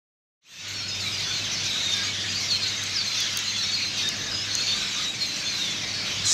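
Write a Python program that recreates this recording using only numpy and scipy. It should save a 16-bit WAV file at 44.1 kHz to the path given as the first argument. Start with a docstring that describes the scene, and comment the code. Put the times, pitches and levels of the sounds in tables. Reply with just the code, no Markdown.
"""Out of silence, a large flock of birds fades in, chattering in tall pines over a low rumble.
Hundreds of whistles and rasps merge into a chorus, scattered by trunks and crowns, and a far-off motor
starts to hum. Nearer birds then stand out with whistles, falling notes and harsh calls.
From about halfway a few ticks sound close to the single microphone, and a rustle there ends the scene."""
import sys
import numpy as np
from scipy import signal
from scipy.fft import rfft, irfft, next_fast_len
from scipy.io import wavfile
from scipy.ndimage import uniform_filter1d

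SR = 44100
rng = np.random.default_rng(int(sys.argv[2]) if len(sys.argv) > 2 else 0)


def master(y):
    """Save y as 16-bit WAV."""
    cut = np.clip(np.atleast_2d(y).T, -1, 1)
    pcm = np.round(cut * 32767)  # scale
    wavfile.write(sys.argv[1], SR, pcm.astype(np.int16))


N = 279373


def from_db(db):
    """Turn decibels into a factor to multiply by."""
    return 10 ** (np.asarray(db) / 20)


def rms_one(x):
    """Scale a sound so that its average level (rms) is 1."""
    return x / np.sqrt(np.mean(x ** 2) + 1e-20)


def in_time(points):
    """Join (time, value) points with straight lines, giving a value for every sample."""
    times, values = np.transpose(points)
    return np.interp(np.arange(N) / SR, times, values)


def at_hz(points, hz):
    """Read a level between (frequency, level) points, with octaves evenly spaced."""
    frequencies, levels = np.transpose(points)
    return np.interp(np.log(np.maximum(hz, 1)), np.log(frequencies), levels)


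def coloured(x, spectrum):
    """Make some frequencies louder and others softer; the result has rms 1."""
    size = next_fast_len(N)
    gain = from_db(at_hz(spectrum, np.fft.rfftfreq(size, 1 / SR)))
    return rms_one(irfft(rfft(x, size) * gain, size)[:N])


def wander(rate, size):
    """A random wobble that strays by about 1 and heads for a new value `rate` times a second."""
    steps = np.arange(size) * rate / SR + rng.random()
    values = rng.standard_normal(int(steps[-1]) + 2)
    return np.interp(steps, np.arange(len(values)), values) * np.sqrt(3 / 2)


def add(out, start, sound):
    """Mix a sound in at a time in seconds."""
    at = int(np.clip(start * SR, 0, N))
    out[at:at + len(sound)] += sound[:N - at]


def progress(length):
    """Count from 0 to 1 over a note's length in seconds."""
    return np.linspace(0, 1, max(int(length * SR), 64))


def curved_glide(length, hz, slide_hz, bend):
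    """A slide through a pitch, with both ends lifted by `bend`, a share of that pitch."""
    from_middle = progress(length) - .5
    return hz * (1 + bend * (2 * from_middle) ** 2) + slide_hz * from_middle


def bird_note(glide, rough_hz, rough_rate, flutter_db, edge_s, overtone_db):
    """A tone follows a glide in Hz, shaking in pitch and level, with up to two overtones; rms 1."""
    # how loud an overtone is, by where it falls: (frequency [Hz], level [dB])
    overtones = [(4000, -9), (8400, -30), (9800, -38), (11100, -32.5), (12400, -33), (13500, -52),
                 (15500, -44)]
    size = len(glide)
    pitch = glide + rough_hz * wander(rough_rate, size)
    phase = (2 * np.pi * np.cumsum(pitch) / SR).astype(np.float32)
    tone = np.sin(phase)
    for k in (2, 3):
        if k * glide.max() < SR / 2:
            tone = tone + from_db(overtone_db + at_hz(overtones, k * glide[size // 2])) * np.sin(k * phase)
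    along = np.linspace(0, 1, size)
    soft_edges = np.minimum(np.minimum(along, 1 - along) * size / SR / edge_s, 1)
    swell = 1 + 0.27 * np.sin(np.pi * along) ** 2
    flutter = from_db(flutter_db * wander(90, size))
    return rms_one(tone * soft_edges * swell * flutter)


def tree_echoes(x, echo_db):
    """Trunks and crowns send back a dying cloud of small echoes; the overall power stays the same."""
    echoes_per_s, delay_s, die_away_s = 2500, .006, .4
    t = np.arange(int(.7 * SR)) / SR
    echoes = rng.standard_normal(len(t)) * (rng.random(len(t)) < echoes_per_s / SR) * (t > delay_s)
    echoes *= from_db(-60 * t / die_away_s)
    response = from_db(echo_db) * echoes / np.linalg.norm(echoes)
    response[0] = 1  # the sound that arrives directly
    return signal.fftconvolve(x, response / np.linalg.norm(response))[:N]


def chorus(low_hz, high_hz, per_s):
    """Many birds in one pitch range call at random, some clear and some harsh, mostly sliding down."""
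    # how loud a voice is, by its pitch: (pitch [Hz], level [dB])
    voice_levels = [(1100, -10.5), (1360, -17.5), (1600, -6), (1850, -11), (2400, -3), (3000, -9),
                    (3600, 1.5), (4250, -1), (4800, -5.5), (5400, -5.5), (6400, 0), (7000, -13.5),
                    (7700, -20)]
    out, count = np.zeros(N), int(per_s * N / SR)
    for k, (when, pitch, length, slide, bend, harsh, distance) in enumerate(rng.random((count, 7))):
        hz = low_hz + (high_hz - low_hz) * pitch
        glide = curved_glide(.025 + .1 * length ** 2, hz, slide_hz=-.44 * hz * (slide - .35),
                             bend=0.0997 * (bend - .5))
        overtone_db = 6.5 * rng.standard_normal()  # birds face every way, so their overtones differ
        note = bird_note(glide, rough_hz=hz * (0.015 + 0.0892 * harsh ** 2), rough_rate=1100,
                         flutter_db=1.5, edge_s=0.0098, overtone_db=overtone_db)
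        gain = from_db(at_hz(voice_levels, hz) - 8.1 * distance)
        add(out, (k + 2 * when - 1) / per_s, gain * note)
    out = tree_echoes(out, echo_db=-3.0)
    return out / np.sqrt(uniform_filter1d(out ** 2, size=4000) + 1e-9)  # hold the level near rms 1


def flock():
    """Low, middle and high choruses and the blur of the farthest birds swell and ebb together."""
    # how hard the whole flock is calling: (time [s], level [dB])
    excitement = [(0.7, -1.5), (0.78, -4.5), (1.29, 0.5), (2.08, 1.5), (2.14, -1), (2.34, 1.0), (3.12, 0.5),
                  (3.19, 2.5), (3.9, -1.2), (4.03, 2.5), (4.1, 0), (4.41, -1.1), (4.58, 1.5), (5.05, 1.5),
                  (5.1, -3), (5.5, 1), (5.85, -0.3), (6.23, 0.8)]
    # the choruses: (lowest [Hz], highest [Hz], calls [per s], level [dB], follows excitement [factor])
    pitch_ranges = [(1202, 3100, 70, -38.5, 0.65), (3099, 4900, 75, -34.5, 1.4),
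                    (4907, 7600, 70, -37.5, 1.1)]
    # the farthest birds blur into a smooth hiss: (frequency [Hz], level [dB])
    far_colour = [(500, -17), (1000, 1), (1600, 3.5), (2500, 8.5), (4000, 7), (6400, 4), (8000, -8),
                  (9800, -18.5), (12200, -21), (14000, -23.5), (15600, -26)]
    excitement_db = in_time(excitement)
    voices = sum(from_db(db + follows * excitement_db) * chorus(low, high, per_s)
                 for low, high, per_s, db, follows in pitch_ranges)
    far_birds = from_db(-35.5 + excitement_db) * coloured(rng.standard_normal(N), far_colour)
    return voices + far_birds


def distant_motor():
    """A motor's hum comes in over a low rumble and wavers about one pitch."""
    # the rumble swells and ebbs: (time [s], level [dB])
    rumble_levels = [(0.7, -48), (1.12, -43.5), (2.11, -43), (3.6, -47), (4.35, -40.5), (4.42, -44.5),
                     (4.82, -42.5), (4.92, -45.5), (6.33, -41.5)]
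    # the rumble's deep tone colour: (frequency [Hz], level [dB])
    rumble_colour = [(20, -26), (35, -11.5), (52, -3.5), (68, -9.5), (90, 0), (150, 1.5), (190, 0.5),
                     (250, -3), (300, -3), (420, -7), (700, -7.5), (1000, -14.5), (1600, -15.5),
                     (4000, -69)]
    # how loud the hum's lowest tone is: (time [s], level [dB])
    hum_levels = [(0.7, -45.5), (1.67, -45.5), (1.72, -64), (1.75, -49.5), (2.11, -45.5), (4.04, -50.5),
                  (4.59, -44.5), (4.62, -56), (4.71, -42), (4.78, -59), (6.05, -47.5), (6.09, -55),
                  (6.25, -39.5), (6.33, -53)]
    # overtones that swell with the rumble: (multiple of the pitch [factor], level against the rumble [dB])
    hum_overtones = [(2, -6.5), (3, -12.5), (4, -20.5), (6, -18)]
    hum_hz, waver_hz, start_s, rise_s = 100.26, 1.197, 0.57, .11
    rumble_db = in_time(rumble_levels)
    phase = 2 * np.pi * np.cumsum(hum_hz + waver_hz * wander(12, N)) / SR
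    hum = from_db(in_time(hum_levels) + 1.33 * wander(14, N)) * np.sqrt(2) * np.sin(phase)
    for k, db in hum_overtones:
        gain = from_db(rumble_db + db + 2.6 * wander(3.9, N))
        hum += gain * np.sin(k * phase + 0.42 * wander(12, N))
    entry = np.clip((np.arange(N) / SR - start_s) / rise_s, 0, 1)
    rumble = from_db(rumble_db) * coloured(rng.standard_normal(N), rumble_colour)
    return entry * hum + rumble


def shake(slide_hz, length):
    """How far a near note's pitch shakes, in Hz: steeper slides are rougher, up to a limit."""
    return min(32 + .003 * abs(slide_hz) / length, 120)


def whistles():
    """Near birds whistle clear notes, most of them nearly level in pitch."""
    # one whistle a row: (start [s], length [s], pitch [Hz], slide [Hz], level [dB])
    notes = [(.736, 0.1, 5470, 70, -41), (0.732, .19, 4280, -160, -37), (0.873, 0.16, 5120, 300, -36.5),
             (.901, .113, 3615, 76, -39), (1.225, 0.14, 3455, 166, -37), (1.316, 0.094, 4230, -410, -35),
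             (1.928, 0.16, 1620, 17, -40.5), (2.238, 0.11, 2460, 900, -40), (2.28, .055, 4830, 90, -36),
             (2.331, .073, 4580, 800, -33), (2.599, .063, 4240, -330, -30), (2.649, 0.075, 4330, 150, -37),
             (3.047, 0.13, 4124, -100, -32.5), (3.132, 0.12, 3560, -870, -32.5),
             (3.201, .038, 4730, -60, -33), (3.45, 0.1, 4090, -15, -33), (3.53, 0.074, 3430, 130, -34.5),
             (3.601, .113, 4290, 0, -33.5), (3.71, 0.068, 4640, 650, -30.5),
             (3.728, 0.17, 4143, -230, -30.5), (3.776, 0.09, 4450, -310, -34),
             (4.007, 0.1, 3690, -54, -30.5), (4.309, 0.133, 5000, 240, -31.5),
             (4.432, 0.054, 2614, 120, -42), (4.501, 0.16, 4270, 90, -31), (4.661, 0.13, 4460, 286, -32),
             (4.669, 0.08, 3570, 57, -30), (5.038, 0.079, 3820, 26, -32), (5.449, 0.088, 4240, 73, -32.5),
             (5.52, .21, 3690, -880, -32), (5.903, 0.11, 4380, 120, -37), (6.221, 0.11, 4010, -670, -30.5),
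             (6.261, 0.045, 6960, 920, -30)]
    out = np.zeros(N)
    for start, length, hz, slide_hz, db in notes:
        glide = curved_glide(length, hz, slide_hz, bend=0.2013 * length)
        note = bird_note(glide, shake(slide_hz, length), rough_rate=700,
                         flutter_db=3.0, edge_s=0.0095, overtone_db=1.5)
        add(out, start, from_db(db) * note)
    return out


def falling_notes():
    """Near birds sing notes that start high, drop quickly and settle."""
    # one note a row: (start [s], length [s], pitch it settles toward [Hz], drop [Hz], level [dB])
    notes = [(.985, .15, 3694, 1400, -34), (1.038, 0.066, 2310, 190, -37.5),
             (1.103, 0.093, 4800, 556, -36.5), (1.509, .085, 5170, 1186, -37.5),
             (1.818, 0.17, 3580, 400, -28.5), (2.061, 0.064, 2240, 129, -36.5),
             (2.482, 0.09, 4155, 801, -26), (2.941, 0.089, 4320, 2396, -27.5), (3.573, .14, 3774, 540, -32),
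             (3.618, 0.035, 5500, 1245, -31), (3.751, .073, 2080, 740, -40),
             (5.182, 0.18, 4030, 452, -31.5)]
    settle_share = .28  # about two thirds of the drop is over after this share of the note
    out = np.zeros(N)
    for start, length, low_hz, drop_hz, db in notes:
        glide = low_hz + drop_hz * np.exp(-progress(length) / settle_share)
        note = bird_note(glide, shake(drop_hz, length), rough_rate=700,
                         flutter_db=3.5, edge_s=0.013, overtone_db=2)
        add(out, start, from_db(db) * note)
    return out


def rasps():
    """Near birds give harsh calls: the pitch shakes so fast that it smears into a band of noise."""
    # one call a row: (start [s], length [s], middle pitch [Hz], band width [Hz], level [dB])
    notes = [(1.181, .08, 4100, 1100, -33), (1.505, .055, 5800, 593, -33),
             (1.629, 0.057, 5400, 1760, -31.5), (1.647, 0.22, 3780, 450, -32),
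             (1.91, .05, 5800, 1000, -33.5), (1.93, .16, 4700, 707, -35), (2.123, 0.12, 3400, 500, -34.5),
             (2.4, 0.092, 5500, 800, -34), (2.495, 0.091, 4150, 400, -32), (2.621, .11, 4000, 910, -34.5),
             (3.134, .12, 5600, 800, -34), (3.766, 0.098, 2533, 663, -36.5),
             (3.969, 0.065, 4100, 800, -30.5), (4.61, 0.026, 5000, 600, -34),
             (4.659, 0.092, 4000, 1200, -33), (4.81, 0.031, 3900, 600, -33),
             (4.97, 0.072, 3950, 800, -32.5), (5.198, .07, 4400, 1520, -33.5),
             (5.355, 0.021, 6000, 500, -35), (6.047, 0.092, 2900, 1490, -35)]
    out = np.zeros(N)
    for start, length, hz, width_hz, db in notes:
        steady_pitch = np.full_like(progress(length), hz)
        note = bird_note(steady_pitch, rough_hz=.5 * width_hz, rough_rate=1600,
                         flutter_db=1.5, edge_s=0.011, overtone_db=5.0)
        add(out, start, from_db(db) * note)
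    return out


def ticks():
    """Tiny single slips by the microphone each ring for an instant."""
    # one tick a row: (time [s], peak level [dB], brightness [dB per octave])
    slips = [(2.8382, -16.5, -4), (3.2043, -16, 3), (3.372, -19, 13), (3.3731, -9.5, 4), (3.39, -15, -4),
             (4.0897, -12.5, -6), (4.5526, -8, -13)]
    # the tones a tick rings with: (frequency [Hz], level [dB], time to fall by 60 dB [s])
    tones = [(6340, -2, 0.0034), (8950, -5.5, 0.0018), (12340, -6.5, 0.0017), (14700, -11, 0.0013)]
    lowest_hz, rise_s = tones[0][0], 0.00043
    t = np.arange(400) / SR
    out = np.zeros(N)
    for start, peak_db, brightness in slips:
        tick = np.zeros(len(t))
        for hz, db, ring_s in tones:
            tone_db = db + brightness * np.log2(hz / lowest_hz) - 60 * t / ring_s
            tick += from_db(tone_db) * np.sin(2 * np.pi * hz * t)
        tick *= 1 - np.exp(-t / rise_s)
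        add(out, start, from_db(peak_db) * tick / np.abs(tick).max())
    return out


def rustle():
    """Tiny slips by the microphone come so thickly that they merge into a rustle."""
    # the rustle rises at the very end: (time [s], level [dB])
    levels = [(6.2, -89), (6.24, -48), (6.255, -26.5), (6.33, -20)]
    # its bright tone colour: (frequency [Hz], level [dB])
    colour = [(1500, -46.5), (3000, -28), (4200, -4), (6200, 3), (7500, -2), (9000, -13), (11000, -26),
              (15500, -36)]
    slips_per_s = 14000
    slips = rng.standard_normal(N) * (rng.random(N) < slips_per_s / SR)
    return from_db(in_time(levels)) * coloured(slips, colour)


def scene():
    """All the sounds reach one microphone, which feeds both channels."""
    mono = distant_motor() + flock()
    mono += tree_echoes(whistles() + falling_notes(), echo_db=-8.5)
    mono += tree_echoes(rasps(), echo_db=-16)
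    mono += ticks() + rustle()
    return np.array([mono, mono])


def record(dry):
    """The sound fades in from silence, and the highest treble is cut away."""
    fade_start_s, fade_s, cutoff_hz = 0.41, 0.33, 15650
    fade = np.clip((np.arange(N) / SR - fade_start_s) / fade_s, 0, 1) ** 1.52
    treble_cut = signal.ellip(12, .1, 90, cutoff_hz, fs=SR, output="sos")
    return signal.sosfilt(treble_cut, dry * fade + 1e-18)


dry = scene()
out = record(dry)
master(out)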